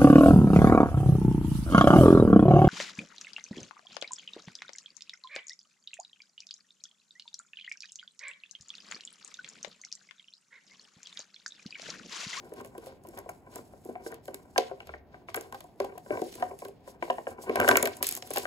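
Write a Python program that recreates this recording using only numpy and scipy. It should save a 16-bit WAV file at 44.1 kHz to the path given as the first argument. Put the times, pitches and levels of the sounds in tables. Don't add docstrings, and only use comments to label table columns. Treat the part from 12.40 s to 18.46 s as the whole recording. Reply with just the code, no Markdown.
import sys
import numpy as np
from scipy import signal
from scipy.fft import rfft, irfft, next_fast_len
from scipy.io import wavfile

SR = 44100
rng = np.random.default_rng(int(sys.argv[2]) if len(sys.argv) > 2 else 0)


def generate_wav(sig):
    pcm = np.round(np.clip(np.atleast_2d(sig).T, -1, 1) * 32767).astype(np.int16)
    wavfile.write(sys.argv[1], SR, pcm)


def linear_from_db(decibels):
    return 10 ** (np.asarray(decibels, float) / 20)


N = 267246

# (time [s], peak level [dB], centre pitch [Hz], hardness [dB])
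KNOCK_EVENTS = [(0.12, -32.5, 444, -22), (0.2477, -40, 586, -4), (0.351, -35, 660, -16),
                (0.38, -33.5, 403, -19), (0.469, -36, 687, -15), (0.6498, -38.5, 656, -23),
                (0.6844, -39.5, 380, -21), (0.784, -33, 637, -7), (0.8609, -35, 650, -30),
                (0.8906, -29.5, 706, -5), (1.1619, -32.5, 675, -11), (1.336, -40, 645, -13),
                (1.4558, -30.5, 410, -35), (1.4897, -26, 413, -27), (1.5545, -30, 740, -13.5),
                (1.6634, -29, 410, -9), (1.7238, -36.5, 490, -3.5), (1.882, -28, 540, -8.5),
                (1.927, -43, 405, -26), (1.945, -42.5, 487, -9), (2.1605, -24, 776, -4.5),
                (2.18, -13, 663, -12), (2.2044, -39, 610, -14), (2.2225, -49, 575, -27),
                (2.3135, -29.5, 673, -14), (2.4037, -38.5, 734, 0), (2.471, -44.5, 650, -2),
                (2.492, -33.5, 677, -4), (2.5381, -31.5, 670, 0), (2.7434, -40, 680, -7.5),
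                (2.886, -37, 632, 4.5), (2.945, -30, 874, 6), (2.9743, -26.5, 494, -2.5),
                (3.1245, -33.5, 870, -7), (3.1452, -33.5, 794, -7), (3.205, -41.5, 720, -4),
                (3.243, -42.5, 670, -23), (3.402, -18, 616, -12.5), (3.4436, -24, 635, -17),
                (3.5228, -41.5, 570, -7), (3.554, -38, 460, -18.5), (3.576, -36.5, 654, -7),
                (3.6615, -40, 564, -13), (3.7062, -18, 434, -14), (3.7314, -34, 360, -31),
                (3.7727, -26, 700, -18), (3.7926, -31, 615, -19.5), (3.8194, -19, 422, -29),
                (3.8597, -32.5, 392, -28), (3.883, -43, 387, -22), (3.9541, -38, 393, -17.5),
                (4.0245, -20.5, 683, -6.5), (4.112, -30.5, 655, -16), (4.1346, -41, 720, -20),
                (4.2201, -30.5, 640, -13), (4.253, -30.5, 536, -12.5), (4.2856, -35, 545, -35),
                (4.476, -36.5, 590, -13), (4.6248, -19.5, 670, -9), (4.6796, -33, 760, -25),
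                (4.7003, -16, 683, -10.5), (4.783, -24, 726, -9.5), (4.8689, -23.5, 606, -7.5),
                (5.0374, -36.5, 675, -23), (5.0957, -18, 460, -15), (5.1282, -26.5, 514, -26),
                (5.1565, -18.5, 694, -8), (5.1688, -20, 600, -7), (5.2001, -20.5, 643, 1),
                (5.213, -18, 630, -6), (5.2213, -21.5, 624, -0.5), (5.2303, -27.5, 650, -1),
                (5.2455, -21, 644, -2), (5.2776, -15, 594, 3), (5.2901, -9.5, 664, 0.5),
                (5.3124, -16, 677, -1), (5.3259, -23, 560, 0), (5.3452, -30, 630, -4),
                (5.3558, -16.5, 674, 1), (5.3717, -18.5, 565, 2), (5.414, -39, 460, -18.5),
                (5.4294, -20, 560, -6.5), (5.4398, -21, 466, -15), (5.4591, -21, 535, -10),
                (5.4738, -22.5, 670, -5), (5.627, -29.5, 570, 2), (5.7734, -36, 690, -8),
                (5.8242, -38.5, 630, -16), (5.9065, -24.5, 530, -17), (5.9582, -24, 726, -14),
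                (5.972, -24, 620, -5.5), (6.054, -27, 610, -3)]


def rms_one(x):
    return x / np.sqrt(np.mean(x ** 2) + 1e-20)


def in_time(rows):
    times, *columns = np.transpose(rows)
    return [np.interp(np.arange(N) / SR, times, column) for column in columns]


def drift(rate_hz):
    pole = np.exp(-80 * np.pi * rate_hz / SR)
    white = rng.standard_normal(N // 40 + 2002)
    slow = signal.lfilter([1], [1, -2 * pole, pole * pole], white)[2000:]
    return np.interp(np.arange(N) / 40, np.arange(len(slow)), rms_one(slow))


def band(x, low_hz, high_hz, order=2):
    edges_hz = [low_hz, min(high_hz, SR / 2.2)]
    return signal.sosfilt(signal.butter(order, edges_hz, "band", fs=SR, output="sos"), x)


def ring(push, hz, t60_s):
    radius = linear_from_db(-60 / (t60_s * SR))
    angle = 2 * np.pi * hz / SR
    return signal.lfilter([0, np.sin(angle)], [1, -2 * radius * np.cos(angle), radius * radius], push + 1e-18)


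def coloured(points, alike):
    top_hz = 15900
    mid, side = rng.standard_normal((2, N))
    alike = np.clip(alike, 0, 1)
    pair = np.sqrt(1 + alike) * mid + np.sqrt(1 - alike) * side * [[1], [-1]]
    hz, level_db = np.transpose(points)
    bin_hz = np.arange(N // 2 + 1) * SR / N
    shape = linear_from_db(np.interp(np.log(bin_hz + 1), np.log(hz), level_db))
    shape[int(top_hz * N / SR):] = 0
    return rms_one(irfft(rfft(pair) * shape, N))


def late(x, lag_s):
    return np.interp(np.arange(N) - lag_s * SR, np.arange(N), x)


def train(times, heights):
    out = np.zeros((2, N))
    out[:, np.minimum((times * SR).astype(int), N - 1)] = heights
    return out


def grains(per_s, spread_db):
    sizes = linear_from_db(spread_db * np.minimum(rng.exponential(1, N), 5)) * rng.choice([-1, 1], N)
    return rms_one(sizes * (rng.random(N) < per_s / SR))


def knocks(drag_db):
    # (frequency [Hz], level [dB])
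    desk_modes = [(95, -7.5), (243, -4), (290, -9), (345, -2.5), (395, 0), (453, -4), (525, -3.5),
                  (595, -4.5), (665, -4.5), (730, -0.5), (790, -1), (905, -11), (980, 2.5), (1085, -3.5)]
    # (frequency [Hz], level [dB])
    peg_modes = [(1130, -5), (1220, -7.5), (1380, -3.5), (1555, 3.5), (1610, -2), (1850, -5), (2260, 0),
                 (2900, -6)]
    times, peak_db, pitch_hz, hard_db = np.transpose(KNOCK_EVENTS)
    luck = rng.standard_normal((len(times), 3, len(desk_modes) + len(peg_modes)))
    drag = linear_from_db(drag_db - 36 + 5.34 * drift(32)) * grains(per_s=430, spread_db=1.0)
    desk, dragged, peg = pulses(), 0, 0
    for k, (hz, level_db) in enumerate(desk_modes + peg_modes):
        on_peg = k >= len(desk_modes)
        sign = (-1) ** k
        t60_s = min(65 / hz, .17)
        place_db = 4.73 * luck[:, 0, k] + 2.62 * luck[:, 1:, k].T
        if on_peg:
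            blow = train(times, sign * linear_from_db(peak_db + hard_db + level_db + place_db))
            peg = peg + linear_from_db(-10) * ring(blow, hz, t60_s)
            peg = peg + linear_from_db(-3.5) * ring(blow, hz, 10.6 / hz)
        else:
            near_db = -7.0 * np.abs(np.log2(hz / pitch_hz)) ** 2.07
            blow = train(times, sign * linear_from_db(peak_db + level_db + near_db + place_db))
            desk = desk + linear_from_db(-13) * ring(blow, hz, t60_s)
        dragged = dragged + sign * linear_from_db(level_db - 3.3 * on_peg) * ring(drag, hz, 0.8 * t60_s)
    return band(desk, 150, 1700) + band(peg, 1200, 4000) + band(dragged, 65, 3000)


def pulses():
    out = np.zeros(N + 2000)
    t = np.arange(2000) / SR
    for time_s, peak_db, pitch_hz, _ in KNOCK_EVENTS:
        turns = pitch_hz * (0.869 * t + 0.00093 * (1 - np.exp(-t / 0.0022)))
        rise = t * pitch_hz / 1.3
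        at = int(time_s * SR) - 40
        out[at:at + len(t)] += linear_from_db(peak_db + 5) * rise * np.exp(-rise) * np.sin(2 * np.pi * turns)
    return out[:N]


def clicks():
    # (time [s], peak level [dB], lower part [dB], length [ms])
    click_events = [(0.058, -54, -37, 1.1), (0.093, -52, -7, 1.4), (0.1377, -39, -12, 1.9),
                    (0.2113, -40, -11, 1.7), (0.2474, -35.5, -14, 1.4), (0.2546, -47, -13, 0.92),
                    (0.2598, -43, -13, 1.8), (0.2744, -52, -11, 2), (0.3797, -38.5, -9, 2.3),
                    (0.461, -41.5, -6, 2.1), (0.6376, -49, -22, 1.5), (0.6707, -36.5, -15, 0.86),
                    (0.688, -40, -20, 2), (0.7747, -38.5, -5.5, 2), (0.789, -28.5, -25, 0.96),
                    (0.8941, -40, -23, 5.4), (1.1584, -27.5, -16.5, 1.54), (1.181, -41, -7.5, 0.99),
                    (1.4501, -38.5, -21, 1.2), (1.4644, -47.5, -13, 1.0), (1.5274, -54.5, -27, 2.4),
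                    (1.718, -40.5, -9.5, 2), (1.7431, -35, -9.5, 1.8), (1.8558, -37, -13, 1.0),
                    (1.8795, -33.5, -8, 0.56), (1.9442, -22, -13.5, 1.06), (2.179, -14, 1.5, 1.02),
                    (2.4025, -52, 2.5, 1.5), (2.4712, -41.5, -2.5, 1.6), (2.9439, -23, -4.5, 1.3),
                    (2.9593, -23, -30, 1.05), (2.9643, -25, -13.5, 2.2), (3.0106, -24.5, -22, 0.83),
                    (3.0256, -43, -17, 1.2), (3.1245, -33, -7.5, 0.86), (3.146, -45.5, 0.5, 5.9),
                    (3.206, -38, -3, 1.6), (3.2414, -45, -14, 1.3), (3.4011, -26.5, -5.5, 0.85),
                    (3.4194, -47, -3, 2.0), (3.4463, -38.5, -5, 1.9), (3.5799, -33, -14.5, 1.56),
                    (3.658, -61, -13, 1.4), (3.817, -33.5, -4.5, 1.4), (3.922, -40, -12, 0.48),
                    (3.9262, -37.5, -4.5, 1.4), (3.9402, -45.5, 6, 1), (3.954, -33.5, -12, 2.5),
                    (3.973, -48, -16, 0.79), (3.999, -40.5, -6.5, 1.5), (4.0231, -46.5, 6, 1.2),
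                    (4.0379, -45, -3, 1.4), (4.1897, -38.5, -9, 2.5), (4.2498, -34.5, -4, 1.6),
                    (4.2635, -48, -10, 1.4), (4.2833, -41, -8.5, 2.1), (4.627, -41.5, -2, 1.3),
                    (4.7042, -41, 4.5, 0.84), (5.0944, -40.5, -2, 1.7), (5.1573, -20.5, -3.5, 1.1),
                    (5.201, -14.5, -18, 1.2), (5.2781, -22, -3, 2.2), (5.288, -3.5, -12.5, 1.25),
                    (5.3119, -23, 4, 1.7), (5.3565, -35, -1, 4.7), (5.3706, -5, -12, 1.35),
                    (5.4273, -11, -13, 2.2), (5.4555, -18.5, -3, 2), (5.4731, -22, -6, 1.8),
                    (5.569, -36, -13, 4.2), (5.6274, -0.5, -18, 0.72), (5.6436, -22.5, -4, 1.5),
                    (5.6486, -35, -2, 0.76), (5.6684, -1.5, -25.5, 0.62), (5.681, -23.5, -11, 1.1),
                    (5.6897, -13.5, -16.5, 1.24), (5.7118, -18, -20, 1.5), (5.7246, -18.5, -20.5, 1.3),
                    (5.7518, -18.5, -17, 1.2), (5.7657, -17.5, -19, 0.76), (5.7726, -29, -14, 1.2),
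                    (5.7755, -32, -21, 2), (5.8232, -43, 11.5, 1.2), (5.8736, -38, -8, 3.5),
                    (5.9057, -24, -20, 1.4), (5.9117, -32, -3, 1.8), (5.937, -26, -12.5, 5.5),
                    (5.9613, -19.5, -9.5, 1.7), (5.971, -15.5, -7.5, 1.1), (5.983, -16, -18, 1.46),
                    (5.998, -25, -13, 1.1)]
    edge_env, crackle_env, lower_env = envelope = np.zeros((3, N))
    offsets = np.arange(-400, 3000)
    t = offsets / SR
    for time_s, peak_db, lower_db, length_ms in click_events:
        width_s = max(length_ms - .6, .15) / 1000
        edge = np.exp(-np.where(t < 0, -t / (.4 * width_s), t / (.7 * width_s)))
        crackle = linear_from_db(-22.5) * np.exp(-t / 0.0086) * (t > 0)
        lower = linear_from_db(lower_db + 3) * np.where(t < 0, edge, np.exp(-t / (width_s + 0.0023)))
        at = int(time_s * SR) + offsets
        inside = at < N
        envelope[:, at[inside]] += linear_from_db(peak_db + 2) * np.array([edge, crackle, lower])[:, inside]
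    white = rng.standard_normal((2, N))
    white = np.sign(white) * np.abs(white) ** .5
    return band(white * (edge_env + crackle_env), 5500, 14000) + band(white * lower_env, 1600, 6650)


def rubbing(rasp_db, rustle_db):
    # (frequency [Hz], density [dB per Hz])
    feather_spectrum = [(900, -31), (1800, -13.5), (4000, -9), (7000, -8), (9500, -8), (12000, -11.5),
                        (15500, -13)]
    barbs = 1 + .5 * signal.lfilter([.1], [1, -.96], np.abs(grains(per_s=120, spread_db=3.0)))
    hiss = coloured(feather_spectrum, alike=0.3)
    patches = sum(linear_from_db(1.9 * drift(9)) * band(hiss, hz, 1.35 * hz, order=1)
                  for hz in (4675, 6900, 8840, 11600))
    rustle = linear_from_db(rustle_db + 2.0 * drift(45)) * rms_one(patches)
    white = rng.standard_normal((2, N))
    scrape = sum(linear_from_db(2.7 * drift(18)) * band(white, hz, 1.7 * hz, order=1) for hz in (1700, 2400, 3400))
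    rasp = linear_from_db(rasp_db - 5 + 2.0 * drift(35)) * rms_one(band(scrape, 1300, 6000))
    return barbs * (rustle + rasp)


def room(x):
    t60_s, wall_cut_hz = 0.33, 3300
    size = next_fast_len(N + SR)
    hz = np.arange(size // 2 + 1) * SR / size
    spectrum, out = rfft(x.mean(0), size), np.zeros((2, N))
    for k, lag_s in enumerate(rng.uniform(0.01, .035, 16)):
        walls = linear_from_db(-60 * lag_s / t60_s) / (1 + 1j * hz / wall_cut_hz * lag_s / 0.037)
        loop = walls * np.exp(-2j * np.pi * hz * lag_s)
        out[k % 2] += (-1) ** (k // 2) * irfft(spectrum * loop / (1 - loop), size)[:N]
    return out


def thud():
    # (time [s], level [dB])
    swell = [
        (2.25, -70),
        (2.54, -53),
        (2.75, -70),
    ]
    before, after = (swell[0][0] - .05, -95), (swell[-1][0] + 0.063, -95)
    level_db, = in_time([before] + list(swell) + [after])
    return linear_from_db(level_db) * rms_one(ring(rng.standard_normal(N), 72, 1.0))


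def room_air():
    # (frequency [Hz], density [dB per Hz])
    air_spectrum = [(20, -34), (40, 0), (74, 4), (160, 3.5), (300, 2.5), (513, -4.5), (718, -1),
                    (1220, -20.5), (2500, -26), (6000, -51.5), (15500, -31)]
    return linear_from_db(-57.5) * coloured(air_spectrum, alike=0.82)


def scene():
    # (time [s], drag on the desk [dB], plastic rasp [dB], feather rustle [dB])
    rub_levels = [(0.0, -46, -68, -71), (0.118, -57, -74, -70.5), (0.202, -38, -51, -62),
                  (0.229, -55, -71, -75), (0.257, -52, -57, -63), (0.323, -57, -82, -76),
                  (0.477, -48, -56, -60.5), (0.607, -65, -79, -90), (0.645, -52, -75, -72.5),
                  (0.778, -50, -64, -63), (0.874, -61, -70, -75), (0.896, -56, -70, -64),
                  (1.048, -57, -86, -81), (1.167, -47, -54, -57), (1.245, -63, -74, -69),
                  (1.419, -57, -78, -71), (1.459, -55, -72, -65), (1.602, -49.5, -78, -77.5),
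                  (1.678, -55.5, -65.5, -48.5), (1.702, -35, -62, -63), (1.816, -63, -73, -92),
                  (1.852, -63, -75, -61), (1.934, -52, -71, -75), (1.956, -56, -65, -65),
                  (2.063, -54, -80, -76.5), (2.149, -61, -81, -67), (2.187, -54, -38, -54),
                  (2.353, -59, -66, -79.5), (2.548, -60, -61, -73), (2.65, -65, -81.5, -123.5),
                  (2.75, -58.5, -66.5, -78), (2.865, -63, -77, -89.5), (2.893, -63, -47, -58),
                  (2.931, -58, -64.5, -80), (2.967, -38, -49, -54.5), (3.103, -53, -70, -74),
                  (3.185, -60.5, -61, -66), (3.356, -71, -79, -81.5), (3.38, -65, -79, -75),
                  (3.406, -41.5, -54, -72), (3.452, -40.5, -57, -58), (3.506, -54.5, -70, -76.5),
                  (3.588, -58, -65, -71), (3.628, -85.5, -77, -70.5), (3.72, -34, -64, -57.5),
                  (3.893, -70, -51, -54.5), (4.039, -37, -63, -62), (4.175, -66, -74, -70),
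                  (4.2, -51, -62, -59), (4.266, -54.5, -66, -63.5), (4.394, -80, -75, -89),
                  (4.444, -57, -70.5, -75.5), (4.486, -54, -60.5, -54.5), (4.588, -59, -82, -89),
                  (4.641, -52, -52, -57.5), (4.841, -63.5, -73, -66), (4.909, -39, -59, -56),
                  (4.967, -46, -81, -79.5), (5.029, -49, -55, -50), (5.084, -37, -63, -64),
                  (5.112, -30.5, -51, -67), (5.29, -26.5, -42, -40.5), (5.476, -41.5, -56, -54.5),
                  (5.535, -54, -54, -62), (5.567, -52, -64, -59), (5.607, -36, -62, -72),
                  (5.637, -56, -41, -45), (5.773, -46.5, -51, -48.5), (5.811, -60, -66, -61.5),
                  (5.885, -48, -58, -58), (5.97, -47, -37, -43), (6.058, -37, -51, -51)]
    drag_db, rasp_db, rustle_db = in_time(rub_levels)
    low, high = knocks(drag_db), clicks()
    near = low * linear_from_db([[.9], [-.9]]) + high + rubbing(rasp_db, rustle_db)
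    near = np.array([near[0], late(near[1], 0.0002)])
    return near + room(linear_from_db(-20) * low + linear_from_db(-18) * high) + room_air() + thud()


def top_cut(x):
    return signal.sosfilt(signal.butter(12, 17310, fs=SR, output="sos"), x)


def record(dry):
    split_hz, port_lag_s = 5645, 0.0002206
    top = signal.sosfiltfilt(signal.butter(6, split_hz, "high", fs=SR, output="sos"), dry)
    shift = np.exp(-2j * np.pi * np.arange(N // 2 + 1) * SR / N * port_lag_s)
    left, right_low = irfft(rfft([dry[0], dry[1] - top[1]]) * shift, N)
    right = right_low - top[0] + linear_from_db(-9) * top[1]
    low_pass = signal.cheby2(10, 70, 17200, fs=SR, output="sos")
    mix = signal.sosfilt(low_pass, np.array([left, right]))
    return top_cut(mix)


dry = scene()
out = record(dry)
generate_wav(out)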